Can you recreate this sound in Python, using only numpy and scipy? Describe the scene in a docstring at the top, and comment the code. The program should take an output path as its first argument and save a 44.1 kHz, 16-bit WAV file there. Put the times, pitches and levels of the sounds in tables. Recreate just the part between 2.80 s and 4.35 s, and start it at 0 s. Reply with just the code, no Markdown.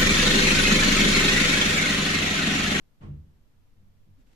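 """One soft, dull bump while a hand holds a small plastic spinner close by in a quiet room.
A brief diffuse wash comes first, then a low boom of resonances that build and ring out in the room.
A few much fainter thuds follow, and the hand rustles and taps as it draws the toy away.
Steady room rumble and microphone hiss lie underneath."""
import sys
import numpy as np
from scipy import signal
from scipy.fft import rfft, irfft, next_fast_len
from scipy.io import wavfile
from scipy.ndimage import map_coordinates

SR = 44100
rng = np.random.default_rng(int(sys.argv[2]) if len(sys.argv) > 2 else 0)


def store_pcm(level_fs):
    """Save levels as 16-bit WAV."""
    pcm = np.round(np.clip(level_fs, -1, 1) * 32767).astype(np.int16)
    wavfile.write(sys.argv[1], SR, np.atleast_2d(pcm).T)


N = 68355

BUMP_S = 0.204
# Left-right likeness of the room's reverberation: freq_hz, correlation
ROOM_CORRELATION = [(60, 0.91), (150, 0.97), (370, .35), (900, -0.18), (2250, -0.21), (6000, 0.037)]


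def boom():
    """Low resonances swell one after another behind the bump."""
    # Bump resonances: pitch_hz, level_db, lag_s, build_s, t60_s
    modes = [(39.55, -42, 0.0186, .04, .85), (72.2, -41.5, .028, .14, 0.48),
             (91.9, -38.5, .022, 0.035, 0.64), (146.4, -35, 0.061, 0.046, 0.42),
             (149.3, -43, 0.0019, 0.013, .22), (200.1, -46.5, .008, 0.031, 0.7),
             (212.4, -50.5, 0.004, 0.027, 0.56), (259.5, -56.5, 0.026, .07, 0.52),
             (332.3, -52.5, 0, 0.054, 0.61), (396.7, -62, 0.0061, 0.078, 0.65),
             (485.2, -62.5, 0.003, 0.054, 0.64), (1085, -58.5, .008, 0.029, 0.22)]
    return sum(amp(level_db) * ring(BUMP_S + lag_s, pitch_hz, build_s, t60_s, rough=0.28, flutter_hz=30)
               for pitch_hz, level_db, lag_s, build_s, t60_s in modes)


def wash():
    """Dense reflections of the bump; the treble dies first."""
    # Reflection spectrum: freq_hz, density_db
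    spectrum = [(30, -13), (80, -2.5), (200, 0.5), (350, -11.5), (480, -13.5), (700, -15), (1100, -16),
                (1500, -22.5), (2700, -26.5), (5000, -39), (9000, -46), (14000, -76)]
    # Room decay: freq_hz, t60_s
    decay_times = [(80, 1), (300, 0.78), (800, 0.44), (2500, 0.46), (8000, 0.42)]
    level_db, rise_s, hold_s = -46.5, 0.027, 0.0074
    freq_hz, frame_s, frames = signal.stft(noise(spectrum, ROOM_CORRELATION), SR, nperseg=512)
    age_s = np.maximum(frame_s - BUMP_S - rise_s - hold_s, 0)
    decay = amp(-60 * age_s / log_interp(decay_times, freq_hz)[:, None])
    tail = signal.istft(frames * decay, SR, nperseg=512)[1][:, :N]
    return amp(level_db) * tail * np.sqrt(rise(clock() - BUMP_S, rise_s))


def thuds():
    """Soft contacts stir only the low resonances."""
    # Contacts: start_s, level_db, tilt_db_per_octave
    contacts = [(0.716, -60, -5.5), (.94, -57.5, 1), (1.0, -55.5, -1), (1.15, -64, 3.5), (1.25, -53, -.5)]
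    # Thud resonances: pitch_hz, gain_db, build_s, t60_s
    modes = [(96.13, -0.5, 0.073, 0.65), (141.9, -7.5, 0.028, 0.42), (199.6, -7.5, 0.035, 0.44),
             (257.6, -28, .025, .3), (335, -22.5, .03, 0.19), (479, -22, 0.016, 0.24)]
    lowest_hz = modes[0][0]
    sound = np.zeros((2, N))
    for start_s, level_db, tilt_db_per_octave in contacts:
        for pitch_hz, gain_db, build_s, t60_s in modes:
            gain = amp(level_db + gain_db + tilt_db_per_octave * np.log2(pitch_hz / lowest_hz))
            sound += gain * ring(start_s, pitch_hz, build_s, t60_s, rough=0.28, flutter_hz=22)
    return sound


def hand_sway():
    """Deep swell as the hand leaves."""
    level_db, pitch_hz = -59, 39
    tone = np.sin(2 * np.pi * (pitch_hz * clock() + rng.random()))
    return amp(level_db) * swell(peak_s=1.447, sigma_s=0.07) * tone


def taps():
    """A soft knock and a plastic tick as the hand moves off."""
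    # Contacts: start_s, pitch_hz, level_db, build_s, t60_s
    contacts = [(1.368, 262, -58.5, 0.027, 0.21), (1.53, 1880, -65, 0.0023, 0.066)]
    return sum(amp(level_db) * ring(start_s, pitch_hz, build_s, t60_s, rough=0.64, flutter_hz=70)
               for start_s, pitch_hz, level_db, build_s, t60_s in contacts)


def hand_rustle():
    """Short brushing strokes of the hand drawing away."""
    # Strokes: peak_s, level_db, sigma_s
    strokes = [(1.407, -69, 0.019), (1.474, -70.5, 0.0096), (1.526, -67, 0.035), (1.533, -67.5, 0.0032)]
    # Rubbing spectrum: freq_hz, density_db
    spectrum = [(140, 6.5), (500, -5), (1000, -11), (1900, -10), (3500, -13), (7500, -18.5), (14000, -31)]
    envelope = sum(amp(level_db) * swell(peak_s, sigma_s) for peak_s, level_db, sigma_s in strokes)
    return envelope * noise(spectrum, correlation=[(200, 0.58), (3000, 0.13)])


def room_rumble():
    """Steady low room noise, more alike left and right in the bass."""
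    # Rumble spectrum: freq_hz, density_db
    spectrum = [(8, 6), (20, 3), (30, -9), (45, -5.5), (70, -10), (100, -12.5), (160, -15.5), (230, -16),
                (330, -24.5), (500, -26.5), (800, -31), (1500, -35), (3000, -40), (6000, -46), (10000, -59)]
    # Left-right likeness: freq_hz, correlation
    correlation = [(40, 0.64), (130, 0.4), (300, 0.13), (700, 0.051), (1500, 0), (3000, 0.011), (10000, 0)]
    return amp(-58) * noise(spectrum, correlation)


def microphone_hiss():
    """Near-white self-noise, independent in each channel."""
    # Hiss spectrum: freq_hz, density_db
    spectrum = [(100, -2), (3000, 1.5), (7000, -2), (10000, -4.5), (12000, 0), (14000, -0.5)]
    return amp(-78) * noise(spectrum, correlation=[(1000, 0)])


def ring(start_s, pitch_hz, build_s, t60_s, rough, flutter_hz):
    """One resonance builds and dies, wavering at random; higher ones differ more between the ears."""
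    age_s = clock() - start_s
    knots = rng.standard_normal((2, 256))
    sin_flutter, cos_flutter = [map_coordinates(k, [clock() * flutter_hz], mode="wrap") for k in knots]
    spread_rad = stereo_angle(ROOM_CORRELATION, pitch_hz) * rng.choice([-1, 1])
    phase = 2 * np.pi * (pitch_hz * age_s + rng.random()) + np.array([[spread_rad], [-spread_rad]])
    tone = (1 + rough * sin_flutter) * np.sin(phase) + rough * cos_flutter * np.cos(phase)
    envelope = rise(age_s, build_s) * amp(-60 * np.maximum(age_s - build_s, 0) / t60_s)
    return tone * envelope / np.sqrt(1 + 2 * rough ** 2)


def noise(spectrum, correlation):
    """Stereo noise of rms 1 with a given spectral shape and left-right correlation."""
    def mid_side_gain(freq_hz):
        angle_rad = stereo_angle(correlation, freq_hz)
        return amp(log_interp(spectrum, freq_hz)) * [np.cos(angle_rad), np.sin(angle_rad)]

    mid, side = filtered(rng.standard_normal((2, N)), mid_side_gain)
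    stereo = np.array([mid + side, mid - side])
    return stereo / np.sqrt(np.mean(stereo ** 2) + 1e-20)


def stereo_angle(correlation, freq_hz):
    """Mid-side angle in radians for a correlation curve."""
    return np.arccos(np.clip(log_interp(correlation, freq_hz), -1, 1)) / 2


def filtered(x, response):
    """Apply the gain response(freq_hz)."""
    size = next_fast_len(N + SR // 2)
    return irfft(rfft(x, size) * response(np.fft.rfftfreq(size, 1 / SR)), size)[..., :N]


def log_interp(points, freq_hz):
    """Read (freq_hz, value) points on a log frequency axis."""
    knots_hz, values = np.transpose(points)
    return np.interp(np.log(freq_hz + 1), np.log(knots_hz + 1), values)


def rise(age_s, length_s):
    """Smooth step from 0 to 1."""
    return np.sin(np.pi / 2 * np.clip(age_s / max(length_s, 1e-3), 0, 1)) ** 2


def swell(peak_s, sigma_s):
    """Gaussian envelope."""
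    return np.exp(-0.5 * ((clock() - peak_s) / sigma_s) ** 2)


def amp(db):
    """Decibels to gain."""
    return 10 ** (np.asarray(db) / 20)


def clock():
    """Sample times in seconds."""
    return np.arange(N) / SR


def scene():
    """All sources, slightly to the right."""
    left_right_db = [[-0.25], [0.25]]
    mix = boom() + wash() + thuds() + hand_sway() + taps() + hand_rustle()
    return (mix + room_rumble() + microphone_hiss()) * amp(left_right_db)


def record(dry):
    """Brick-wall low-pass."""
    return filtered(dry, lambda freq_hz: freq_hz < 14300)


dry = scene()
out = record(dry)
store_pcm(out)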